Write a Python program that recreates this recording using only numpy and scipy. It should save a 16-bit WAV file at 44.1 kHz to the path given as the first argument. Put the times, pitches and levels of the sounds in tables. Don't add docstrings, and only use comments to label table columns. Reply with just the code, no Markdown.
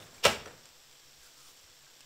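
import sys
import numpy as np
from scipy import signal
from scipy.fft import rfft, irfft
from scipy.io import wavfile

SR = 44100
rng = np.random.default_rng(int(sys.argv[2]) if len(sys.argv) > 2 else 0)


def gain_from_db(level_db):
    decades = np.asarray(level_db, float) / 20
    return 10 ** decades


def master_out(mix):
    frames = np.transpose(np.atleast_2d(mix))
    ceiling = np.clip(frames, -1, 1)
    pcm = np.round(ceiling * 32767).astype(np.int16)
    wavfile.write(sys.argv[1], SR, pcm)


N = 90405


def rms_one(x):
    return x / np.sqrt(np.mean(x ** 2) + 1e-30)


def at_hz(points, hz):
    table_hz, value = np.transpose(points)
    return np.interp(np.log(hz), np.log(table_hz), value)


def highpass(x, order, hz):
    return signal.sosfilt(signal.butter(order, hz, "high", fs=SR, output="sos"), x)


def colour(x, spectrum, humps=()):
    size = 16384
    hz = np.maximum(np.arange(size // 2 + 1) * SR / size, 1)
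    db = at_hz(spectrum, hz)
    for centre_hz, width_hz, hump_db in humps:
        db = db + hump_db * np.exp(-((hz - centre_hz) / width_hz * 2) ** 2)
    cepstrum = irfft(np.log(gain_from_db(db)))
    cepstrum[1:size // 2] *= 2
    cepstrum[size // 2 + 1:] = 0
    h = irfft(np.exp(rfft(cepstrum)))
    return signal.fftconvolve(x, h / np.sqrt(np.sum(h ** 2)))[:len(x)]


def ring(clicks, hz, t60_s):
    r = gain_from_db(-60 / (max(t60_s, .002) * SR))
    w = 2 * np.pi * hz / SR
    return signal.lfilter([0, np.sin(w)], [1, -2 * r * np.cos(w), r * r], clicks + 1e-18)


def ring_noise(drive, modes):
    out = np.zeros(N)
    for hz, level_db, t60_s in modes:
        out += gain_from_db(level_db) * ring(drive * rng.standard_normal(N), hz, t60_s)
    return out


def shorten(modes, share):
    return [(hz, level_db, t60_s * share) for hz, level_db, t60_s in modes]


def strike(start_s, db, modes, dull_hz, spread_db):
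    out = np.zeros(N)
    luck = rng.normal(0, 1, (len(start_s), len(modes)))
    for k, (hz, level_db, t60_s) in enumerate(modes):
        force = gain_from_db(db + level_db + spread_db * luck[:, k]) / (1 + (hz / dull_hz) ** 2)
        clicks = np.zeros(N)
        clicks[(start_s * SR).astype(int)] = -force
        out += ring(clicks, hz, t60_s)
    return out


def grains(per_s, spread_db):
    size = gain_from_db(spread_db * np.minimum(rng.exponential(1, N), 4))
    return size * rng.choice([-1, 1], N) * (rng.random(N) < per_s / SR)


# hz, db_per_hz
HISS = [(300, -4), (700, -4.5), (2200, -4.5), (5400, -3.5), (7900, -7), (9000, -14.5), (12000, -11.5),
        (15700, -14)]
# hz, db_per_hz
RUMBLE = [(3, -1.5), (12, -10), (25, -39), (60, -25.5), (150, -35.5), (300, -38), (600, -61)]
# hz, width_hz, level_db
HUMPS = [(3380, 1600, 2.5), (5500, 1100, 2), (7780, 1730, 3.5), (6500, 440, -1.5), (10770, 1060, -8),
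         (496, 16, 10.5), (138.8, 31, 18.5)]
HISS_DB, RUMBLE_DB = -59, -67


def floor():
    white = rng.standard_normal((2, N + SR))
    hiss = colour(white[0], [(25, -35)] + list(HISS), HUMPS[:6])[SR:]
    rumble = colour(white[1], RUMBLE, HUMPS[6:])[SR:]
    return gain_from_db(HISS_DB) * rms_one(hiss) + gain_from_db(RUMBLE_DB) * rms_one(rumble)


# start_s, level_db, pitch_hz, t60_s
THUMPS = [(0.0355, -45, 158, 0.1), (0.262, -36.5, 82.6, 0.34), (.246, -30.5, 150.2, 0.16),
          (.251, -31.5, 223, 0.35), (0.69, -67, 57, 0.49), (1.048, -63, 66, 0.18),
          (1.179, -59.5, 61.2, 0.33), (1.637, -52, 76, 0.084), (1.689, -59, 81, 0.15)]
# start_s, level_db, t60_s
SHUDDERS = [
    (-.01, -52, 0.9),
    (0.129, -62.5, 1),
    (.250, -31.5, 0.51),
    (.46, -57.5, 0.99),
]
# hz, db_per_hz
SHUDDER_COLOUR = [(25, -23), (60, -0.5), (120, 0), (280, -5), (500, -3.5), (900, -8), (2000, -10.5),
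                  (5000, -35.5)]
COUNTER_LOW_HZ = 47.6


def counter():
    t, out = np.arange(N) / SR, np.zeros(N)
    for start_s, level_db, pitch_hz, t60_s in THUMPS:
        age = np.maximum(t - start_s, 0)
        swell = 1 - np.exp(-age / 0.0083)
        out += gain_from_db(level_db - 60 * age / t60_s) * swell * np.sin(2 * np.pi * pitch_hz * age)
    shudder = colour(rng.standard_normal(N + SR), SHUDDER_COLOUR)[SR:]
    for start_s, level_db, t60_s in SHUDDERS:
        age = np.maximum(t - start_s, 0)
        out += gain_from_db(level_db - 60 * age / t60_s) * (1 - np.exp(-age / 0.0023)) * shudder
    return highpass(out, 2, COUNTER_LOW_HZ)


# mid_s, half_length_s, level_db, fold_start_hz, fold_end_hz
RUSTLES = [(0.027, 0.055, -59, 3670, 3540), (0.164, 0.047, -61, 5500, 5500), (1.253, 0.05, -59, 1486, 1493),
           (1.42, 0.07, -59.5, 1388, 1267), (1.489, 0.033, -62.5, 1290, 918),
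           (1.575, 0.081, -64.5, 5500, 5500), (2.011, 0.0039, -57.5, 3300, 2470)]
# hz, db_per_hz
RUSTLE_COLOUR = [(500, -3.5), (1200, -12), (3000, 4.5), (6000, 7), (9000, 1.5), (12000, -3.5), (15500, -2)]
FOLD_DB, FOLD_WIDTH_HZ = -7, 280


def sleeve():
    t, out = np.arange(N) / SR, np.zeros(N)
    cloth = colour(rms_one(grains(15000, spread_db=1.5)), RUSTLE_COLOUR)
    narrow = signal.butter(2, FOLD_WIDTH_HZ / 2, fs=SR, output="sos")
    wobble = signal.sosfilt(narrow, rng.standard_normal((2, N)))
    for mid_s, half_s, level_db, start_hz, end_hz in RUSTLES:
        fold_hz = np.interp(t, [mid_s - half_s, mid_s + half_s], [start_hz, end_hz])
        phase = 2 * np.pi * np.cumsum(fold_hz) / SR
        fold = rms_one(wobble[0] * np.sin(phase) + wobble[1] * np.cos(phase))
        swell = np.exp(-((t - mid_s) / half_s) ** 2)
        out += gain_from_db(level_db) * swell * (cloth + gain_from_db(FOLD_DB) * fold)
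    return out


# start_s, peak_db, pitch_hz, t60_s
METAL_RINGS = [(.024, -46, 2730, 0.015), (.001, -46, 3600, 0.013), (.0285, -44, 3660, 0.014),
               (.144, -46.5, 7500, 0.022), (.181, -50, 2340, 0.032), (.2285, -37, 503, 0.0068),
               (.4605, -43, 5780, 0.022), (.459, -39.5, 1410, .015), (.4635, -37.5, 440, 0.018),
               (.4642, -43.5, 533, 0.035), (0.2522, -16, 2300, 0.0045), (.2585, -29, 2740, .03),
               (.2665, -18, 593, 0.035), (.2677, -21, 5500, 0.0077), (.272, -30.5, 797, 0.11),
               (.277, -30, 847, 0.082), (.492, -46.5, 488, 0.067), (.533, -48.5, 501, 0.1),
               (.634, -53, 5500, .02), (.6563, -44, 7500, 0.0071), (1.866, -54, 1584, 0.048),
               (1.868, -60, 1320, .04), (2.0068, -47, 3100, 0.0081)]


def metal_rings():
    out = np.zeros(N)
    for start_s, peak_db, pitch_hz, t60_s in METAL_RINGS:
        out += strike(np.array([start_s]), peak_db, [(pitch_hz, 0, t60_s)], 30000, 0)
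    return out


# start_s, peak_db
TICKS = [(.0021, -43), (.0351, -45), (.137, -45), (.1475, -43), (.1569, -44), (.182, -45), (.6369, -47),
         (.6563, -39), (.6595, -45), (.6637, -47), (.6901, -41), (.7666, -45), (.8974, -46), (.9133, -42),
         (.9268, -42), (.9554, -45), (.9992, -45), (1.2268, -45), (1.3889, -46), (1.4796, -46),
         (1.5742, -44), (1.6411, -45), (1.7167, -43), (1.8083, -47), (1.8465, -43), (1.8796, -43),
         (1.9022, -46), (1.9358, -45), (2.0068, -36), (2.036, -46), (2.0451, -46)]
# hz, level_db, t60_s
WIRES = [(1630, -14.5, 0.024), (3390, -3, 0.0097), (4650, -1.5, 0.0059), (5480, 1, 0.0084),
         (7500, 1, 0.0062)]
# hz, db_per_hz
SNAP_COLOUR = [(800, -15), (2000, -3), (3200, 3), (7800, -3), (10000, -16), (15700, -11)]
SNAP_DB, TICK_DB = -5, -9.5
TICK_RING = .3
CRACKLE_PER_S, CRACKLE_SPREAD_DB, CRACKLE_DB = 470, 1.0, -65.5


def wires():
    start_s, peak_db = np.transpose(TICKS)
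    crackle = ring_noise(grains(CRACKLE_PER_S, CRACKLE_SPREAD_DB), WIRES)
    snap = np.zeros(N)
    snap[(start_s * SR).astype(int)] = -gain_from_db(peak_db + SNAP_DB)
    ticks = strike(start_s, peak_db + TICK_DB, shorten(WIRES, TICK_RING), 17000, 0.76)
    return ticks + colour(snap, SNAP_COLOUR) + gain_from_db(CRACKLE_DB) * rms_one(crackle)


# hz, level_db, t60_s
CASE = [(3027, -9.5, 0.099), (420, -7, 0.043), (576, -2.5, .09), (653.5, -6, .1), (517, -6, 0.017),
        (910, -13, 0.13), (1309, -4.5, 0.15), (1630, -5.5, .1), (1935, -8, 0.03), (2340, -6.5, .06),
        (2280, -7.5, 0.047), (2790, 1, .05), (3100, -14, .06), (3600, -5, 0.087)]
# hz, level_db, t60_s
RACKS = [(1530, -18, 0.14), (2210, -21, 0.02), (4270, -33, 0.051), (5140, -8, 0.014), (5570, -2, 0.071),
         (7300, -2, 0.0091), (9100, -12, 0.008), (12400, -6, .02), (14500, -5, .01)]
# time_s, level_db
SLIDE = [(0.227, -53), (0.2335, -41.5), (0.2386, -30), (0.242, -24.5), (0.245, -26), (.2505, -29),
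         (0.26, -24.5), (0.301, -36.5), (.38, -56)]
# hz, db_per_hz
SLIDE_COLOUR = [(200, -32), (479, 4), (728, -22), (974, 0.5), (1430, -17), (2500, 3), (6000, -9),
                (15500, -26.5)]
SLIDE_PER_S = 12000
SLIDE_RING = .15


def slide():
    level = gain_from_db(np.interp(np.arange(N) / SR, *np.transpose(SLIDE), left=-120, right=-120))
    grit = rms_one(grains(SLIDE_PER_S, spread_db=-1.0))
    damped = shorten(CASE[6:] + RACKS, SLIDE_RING)
    energy = sum(gain_from_db(level_db) ** 2 * t60_s for _, level_db, t60_s in damped)
    norm = np.sqrt(energy * SR / (4 * np.log(1000)))
    return 0.76 * colour(level * grit, SLIDE_COLOUR) + .5 * ring_noise(level, damped) / norm


# hz, db_per_hz
CRACK_COLOUR = [(59, -52), (100, -17.5), (530, 0.5), (1590, -9.5), (2930, -5), (5750, -16.5), (6530, -17.5),
                (7730, -14), (15500, -43)]
# hz, width_hz, level_db
CRACK_DIPS = [(848, 147, -8), (1180, 70, -10)]
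RING_DB, STRIKE_SPREAD_DB, CRACK_S = -15.5, 3.5, 0.0039
CONTACT_DB = 6.5


def blows(contacts, modes, crack_db):
    start_s, peak_db, dull_hz = np.transpose(contacts)
    age = np.arange(N) / SR - start_s[:, None]
    height = gain_from_db(peak_db + crack_db) * dull_hz / dull_hz.max()
    burst = (height[:, None] * (age >= 0) * np.exp(-np.abs(age) / CRACK_S)).sum(0)
    grit = rng.standard_normal(N)
    grit[np.ceil(start_s * SR).astype(int)] = -gain_from_db(CONTACT_DB)
    crack = colour(burst * grit, CRACK_COLOUR, CRACK_DIPS) / 2
    return strike(start_s, peak_db + RING_DB, modes, dull_hz, STRIKE_SPREAD_DB) + crack


# start_s, peak_db, dullness_hz
SLAM = [(.2516, -6, 6140), (.2527, -14, 5970), (.2542, -15, 2500), (.2562, -14.5, 2000), (.2585, -16, 5000),
        (.2615, -23, 5000), (.2655, -17.5, 6000), (.2680, -12, 2480), (.2788, -22, 3000),
        (.2848, -21.5, 4030), (.294, -23.5, 3000), (.3085, -35, 3000), (.317, -30, 3000),
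        (.3235, -34, 1500), (.3315, -32, 2500), (.341, -29.5, 3000), (.3695, -45, 3000), (.376, -34, 1500),
        (.395, -39, 3000), (.412, -42, 3000)]


def slam():
    return blows(SLAM, CASE + RACKS, crack_db=-3)


# start_s, peak_db, dullness_hz
KNOCKS = [(.4565, -40, 8940), (.4595, -35.5, 7100), (.4640, -37.5, 1000), (.473, -25.5, 1800),
          (.480, -30, 2500), (.508, -32, 1190), (.538, -32, 714)]
# hz, level_db, t60_s
LEVER = [(494, -17, 0.033), (756, -6, 0.046), (1300, 3, 0.012), (1800, 5.5, 0.015), (2750, -4, 0.022),
         (3360, -2, 0.013), (4520, -1, .012), (5780, 0, 0.027), (7650, -1, .012)]


def lever():
    return blows(KNOCKS, LEVER, crack_db=-2)


# hz, t60_s
ROOM_T60 = [(60, 0.49), (250, 0.42), (700, 0.31), (1500, 0.2), (3000, 0.43), (6000, 0.33), (12000, 0.18)]
# hz, level_db
ROOM_COLOUR = [(60, -2), (250, 5), (550, -5), (1500, 5), (3000, -5), (6000, 1), (12000, 2)]
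ROOM_DB, ROOM_RISE_S = -5.5, 0.013


def kitchen(x):
    t = np.arange(SR) / SR
    edges_hz = 45 * 2 ** np.arange(0, 9, .5)
    white = rng.standard_normal((2, SR))
    tail = np.zeros(SR)
    for k, (low_hz, high_hz) in enumerate(zip(edges_hz, edges_hz[1:])):
        mid_hz = np.sqrt(low_hz * high_hz)
        half_octave = signal.butter(2, [low_hz, high_hz], "band", fs=SR, output="sos")
        band = signal.sosfilt(half_octave, white[k % 2])
        t60_s = at_hz(ROOM_T60, mid_hz)
        decay = gain_from_db(at_hz(ROOM_COLOUR, mid_hz) - 60 * t / t60_s)
        tail += band * decay * np.sqrt(2 * np.log(1000) / t60_s / SR)
    swell = 1 - np.exp(-t / ROOM_RISE_S)
    return gain_from_db(ROOM_DB) * signal.fftconvolve(x, tail * swell)[:N]


RADIATES_HZ = 382


def scene():
    metal = slam() + lever() + metal_rings() + slide() + wires()
    toaster = highpass(metal, 4, RADIATES_HZ)
    return (toaster + kitchen(toaster) + counter() + sleeve() + floor())[None]


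def roll_off(x):
    return signal.sosfilt(signal.butter(12, 15940, fs=SR, output="sos"), x)


def record(dry):
    lowpass = signal.ellip(12, .2, 70, 15720, fs=SR, output="sos")
    mix = signal.sosfilt(lowpass, dry)
    return roll_off(mix)


dry = scene()
out = record(dry)
master_out(out)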